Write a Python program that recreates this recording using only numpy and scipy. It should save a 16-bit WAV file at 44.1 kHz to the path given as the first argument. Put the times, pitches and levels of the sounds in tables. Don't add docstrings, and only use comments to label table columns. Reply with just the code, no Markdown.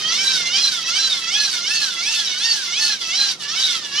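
import sys
import numpy as np
from scipy import signal
from scipy.fft import rfft, irfft
from scipy.io import wavfile

SR = 44100
rng = np.random.default_rng(int(sys.argv[2]) if len(sys.argv) > 2 else 0)


def output_pcm(signal):
    pcm = np.clip(np.atleast_2d(signal).T, -1, 1) * 32767
    wavfile.write(sys.argv[1], SR, np.round(pcm).astype(np.int16))


N = 176400

# (frequency [Hz], level [dB])
REFLECTIONS = [(40, -16), (200, -18.5), (1500, -6.5), (3000, -6.5), (4500, -10.5), (6500, -5.5),
               (12000, -6)]
# (frequency [Hz], level [dB])
STEREO_BALANCE = [(200, -1.8), (800, -3), (1600, -3), (2800, -4.5), (4500, -3.5), (6300, -4.5),
                  (8500, -2.3), (14000, 0.8)]
# (frequency [Hz], level [dB])
DRONE_COLOUR = [(20, -36), (30, -27), (45, -38), (70, -6.5), (100, -15), (150, 0), (200, -2), (280, -3),
                (400, -3.5), (600, -8.5), (850, -6), (1300, -10.5), (4000, -21), (15000, -56)]
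# (time [s], level [dB])
DRONE_DRIFT = [(0, 5), (.45, 5), (.65, 1.5), (2.7, -1.5), (4, 2)]
# (frequency [Hz], level [dB])
HUM_TONES = [(190, -58), (240, -59.5), (359, -57), (534, -61)]
# (frequency [Hz], width [Hz], lift [dB])
CASING_MODES = [(1380, 112, 3), (2023, 235, 4.5), (2350, 200, -2), (2640, 340, 1), (3070, 240, 3),
                (3820, 210, 2), (4535, 94, 3.5), (5230, 130, 0.5)]
# (slowest at [s], tooth rate [Hz], fastest at [s], tooth rate [Hz],
# coasting shape [over 1 holds the speed longer], level [dB])
CRANK_TURNS = [(.024, 623, .241, 788, 1.48, 2), (.454, 692, .605, 826, 1.33, 1),
               (.833, 646, 1.023, 812, .96, 1), (1.244, 654, 1.387, 856, 1.06, 0),
               (1.611, 699, 1.737, 896, 1.25, -1), (1.968, 672, 2.109, 899, 1.19, -1),
               (2.336, 733, 2.463, 920, 1.25, -2), (2.691, 692, 2.804, 882, 1.51, -1),
               (3.064, 651, 3.195, 820, 1.55, 1), (3.447, 569, 3.607, 779, .94, 1),
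               (3.915, 559, 4.09, 750, 1, 4)]
# (time [s], half length [s], level change [dB])
SLACK_MOMENTS = [(0.448, 0.018, -2.5), (0.711, 0.0068, -5), (0.79, 0.058, -2), (1.09, 0.0069, -7),
                 (1.2, .02, -0.5), (1.614, 0.015, -0.5), (1.937, .045, 0), (2.31, 0.02, 1.5),
                 (2.598, 0.078, -2), (2.978, 0.029, -11), (3.372, 0.035, -21.5), (3.81, 0.033, -6.5),
                 (3.896, 0.045, -6)]
# (time [s], half length [s], harmonic [x tooth rate], level [dB], roughness [rad])
SQUEAL_BURSTS = [(0.064, 0.032, 5, -19.5, 0.31), (0.278, 0.009, 5, -13.5, 0.39), (0.36, .03, 5, -22.5, 0.4),
                 (.55, 0.03, 4, -25, 0.32), (0.644, 0.017, 5, -15.5, .6), (0.681, 0.007, 5, -13.5, 0.92),
                 (.9, 0.042, 3, -30, .3), (1.049, 0.027, 5, -16.5, 0.4), (1.126, .018, 5, -18, 0.69),
                 (1.24, 0.038, 3, -28.5, 0.18), (1.354, 0.014, 4, -17.5, 0.74),
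                 (1.414, 0.014, 5, -16.5, .9), (1.456, 0.017, 5, -19.5, 1.6), (1.768, 0.013, 5, -16, 0.62),
                 (1.83, .018, 5, -18.5, 1.6), (2.141, .03, 3, -18.5, 0.27), (2.186, 0.034, 4, -20, .5),
                 (2.278, 0.011, 5, -18, .5), (2.458, .005, 5, -16, .5), (2.497, .03, 3, -23.5, 0.22),
                 (2.516, 0.017, 5, -14, 0.44), (2.845, 0.038, 5, -16, 1.25), (3.019, 0.0087, 5, -24, .4),
                 (3.223, 0.035, 5, -14.5, .7), (3.643, 0.034, 5, -15, 0.85), (3.702, 0.014, 5, -17.5, 1.15),
                 (3.85, .02, 6, -28, .6), (3.99, 0.018, 5, -16, 0.47)]
# (frequency [Hz], level [dB])
RATTLE_COLOUR = [(300, -31), (1000, -21.5), (1400, -13), (2100, -13), (2900, -4.5), (3900, -2), (5000, 0),
                 (6100, -3), (7200, -9), (8800, -18), (10900, -17), (12200, -27), (13500, -31),
                 (15500, -48)]
# (frequency [Hz], level [dB])
RATTLE_SPREAD = [(1000, -25), (2500, 5.5), (4500, 2.5), (6500, 11), (12000, -18)]
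# (harmonic [x tooth rate], level pushing [dB], level coasting [dB])
MESH_HARMONICS = [(1, -17.5, -22.5), (2, -5.5, -3.5), (3, 3, -3), (4, 4.5, -6), (5, 3.5, 4.5), (6, 4, 2),
                  (7, 6, 3), (8, 4, 0), (9, 9, -5.5), (10, 3.5, -3), (11, 11, -29)]
# (harmonic [x shaft rate], level [dB])
PINION_TONES = [(11, -22.5), (13, -17.5), (19, -20), (20, -17.5), (27, -11), (28, -15), (36, -10)]
# (frequency [Hz], level [dB])
WHINE_RADIATION = [(700, -6), (870, 0), (5800, -1.5), (6500, -8), (7100, -21.5), (9000, -20)]

PINION_TEETH, USUAL_TOOTH_HZ = 8, 833.2
WHINE_DB, WHINE_DB_PER_OCT, FLUTTER_DB, FLUTTER_HZ = -29.5, 20.5, 5, 28.6
WOBBLE_TEETH, PUSH_JITTER_TEETH, COAST_JITTER_TEETH, JITTER_HZ = .027, .014, .019, 178
RATTLE_DB, RATTLE_DB_PER_OCT, RATTLE_COAST_DB, SCATTER_DB, CONTACT_TEETH = -26, 12, 2, 2.6, .55


def undb(db):
    return 10 ** (np.asarray(db) / 20)


def unit(x):
    return x / np.sqrt(np.mean(x ** 2))


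def bins():
    return np.maximum(np.arange(N // 2 + 1) * SR / N, 1)


def curve(points, hz):
    f, db = np.array(points).T
    return np.interp(np.log(hz), np.log(f), db)


def colour(x, db):
    return irfft(rfft(x) * undb(db), N)


def walk(width_hz, centre_hz=0):
    return unit(irfft(rfft(rng.standard_normal(N)) / (1 + ((bins() - centre_hz) / width_hz) ** 4), N))


def swell(t, at, half):
    return np.exp(-((t - at) / half) ** 2)


def room(channels, t, t60_s=.26, table_decay_s=.006, tail_gain=.86, left_lag_ms=.024):
    f, out = bins(), []
    wet = undb(curve(REFLECTIONS, f))
    decay = np.exp(-t / table_decay_s) + tail_gain * np.exp(-np.log(1000) * t / t60_s)
    for channel, side, lag_ms in zip(channels, (1, -1), (left_lag_ms, 0)):
        echo = decay * rng.standard_normal(N)
        direct = np.exp(-2j * np.pi * f * lag_ms / 1000)
        path = (direct + wet * rfft(echo) / np.linalg.norm(echo)) / np.hypot(1, wet)
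        balance = undb(side * curve(STEREO_BALANCE, f) / 2)
        response = np.roll(irfft(path * balance, N), N // 2)
        out.append(signal.fftconvolve(channel, response)[N // 2:N // 2 + N])
    return np.array(out)


def drone(t, base_db=-48.5):
    noise = unit(colour(rng.standard_normal(N), curve(DRONE_COLOUR, bins())))
    return noise * undb(base_db + np.interp(t, *np.array(DRONE_DRIFT).T))


def hum(t):
    return sum(undb(db) * np.sin(2 * np.pi * f * t + .5 * walk(3.2)) for f, db in HUM_TONES)


def bump(t, at_s=.445, decay_s=.013, gain_db=-46):
    age = np.maximum(t - at_s, 0) / decay_s
    return undb(gain_db) * walk(width_hz=41, centre_hz=136) * np.sqrt(age) * np.exp(1 - age)


def casing(hz):
    return sum(db / (1 + (2 * (hz - f) / width) ** 2) for f, width, db in CASING_MODES)


def crank(t, push_shape=1.25, load_lead_s=.005):
    turns = np.array(CRANK_TURNS)
    times, rates = turns[:, [0, 2]].ravel(), turns[:, [1, 3]].ravel()
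    shapes = np.c_[np.full(len(turns), push_shape), turns[:, 4]].ravel()
    stage = np.interp(t, times, np.arange(len(times)))
    i = np.minimum(stage.astype(int), len(times) - 2)
    ease = np.sin(np.pi / 2 * (stage - i) ** shapes[i]) ** 2
    tooth_hz = rates[i] + (rates[i + 1] - rates[i]) * ease
    load_stage = np.interp(t + load_lead_s, t, stage)
    push = .5 + .5 * np.tanh(2 * np.sin(np.pi * load_stage))
    return tooth_hz, push, np.interp(t, turns[:, 2], turns[:, 5])


def squeals(t, teeth, rough_hz=235):
    flutter, shake = undb(2 * walk(rough_hz)), walk(rough_hz)
    return flutter * sum(undb(db) * swell(t, at, half) * np.sin(2 * np.pi * k * teeth + rough * shake)
                         for at, half, k, db, rough in SQUEAL_BURSTS)


def rattle(tooth_hz, push, teeth):
    f = bins()
    force = undb(SCATTER_DB * np.minimum(rng.standard_normal(N), 1))[np.abs(teeth).astype(int)]
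    contact = np.exp(-(teeth % 1) / CONTACT_TEETH)
    common, *sides = force * contact * np.tanh(rng.standard_normal((3, N)))
    spread_db = curve(RATTLE_SPREAD, f)
    tone_db = curve(RATTLE_COLOUR, f) + casing(f) - 20 * np.log10(np.hypot(1, undb(spread_db)))
    scrapes = unit(colour(common, tone_db) + colour(np.array(sides), tone_db + spread_db))
    treble = colour(scrapes, curve([(5500, -30), (8000, 0)], f))
    body = (scrapes - treble) * undb(walk(33))
    treble *= undb(2 * walk(21) + 2 * (.5 - push))
    speed_db = RATTLE_DB_PER_OCT * np.log2(tooth_hz / USUAL_TOOTH_HZ)
    return (body + treble) * undb(RATTLE_DB + speed_db + RATTLE_COAST_DB * (1.5 - push))


def whine(tooth_hz, push, teeth):
    tones = [(k, coasting + (pushing - coasting) * push) for k, pushing, coasting in MESH_HARMONICS]
    tones += [(k / PINION_TEETH, db) for k, db in PINION_TONES]
    jitter = PUSH_JITTER_TEETH * push + COAST_JITTER_TEETH * (1 - push)
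    out = 0
    for k, db in tones:
        phase = 2 * np.pi * (k * (teeth + jitter * walk(JITTER_HZ)) + rng.random())
        body_db = casing(k * tooth_hz) + curve(WHINE_RADIATION, k * tooth_hz)
        flutter_db = FLUTTER_DB * (1 + 1 / k) * np.minimum(walk(FLUTTER_HZ), 1)
        out = out + undb(db + body_db + flutter_db) * np.sin(phase)
    return out * undb(WHINE_DB + WHINE_DB_PER_OCT * np.log2(tooth_hz / USUAL_TOOTH_HZ))


def scene():
    t = np.arange(N) / SR
    tooth_hz, push, turn_db = crank(t)
    teeth = np.cumsum(tooth_hz) / SR + WOBBLE_TEETH * walk(40)
    slack_db = sum(db * swell(t, at, half) for at, half, db in SLACK_MOMENTS)
    gears = whine(tooth_hz, push, teeth) + rattle(tooth_hz, push, teeth)
    shudder_db = .78 * walk(18)
    gears *= undb(turn_db + slack_db + shudder_db)
    return room(gears + squeals(t, teeth) + drone(t) + hum(t) + bump(t), t)


def record(dry):
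    return signal.sosfilt(signal.ellip(8, .2, 80, 15650, fs=SR, output="sos"), dry)


dry = scene()
out = record(dry)
output_pcm(out)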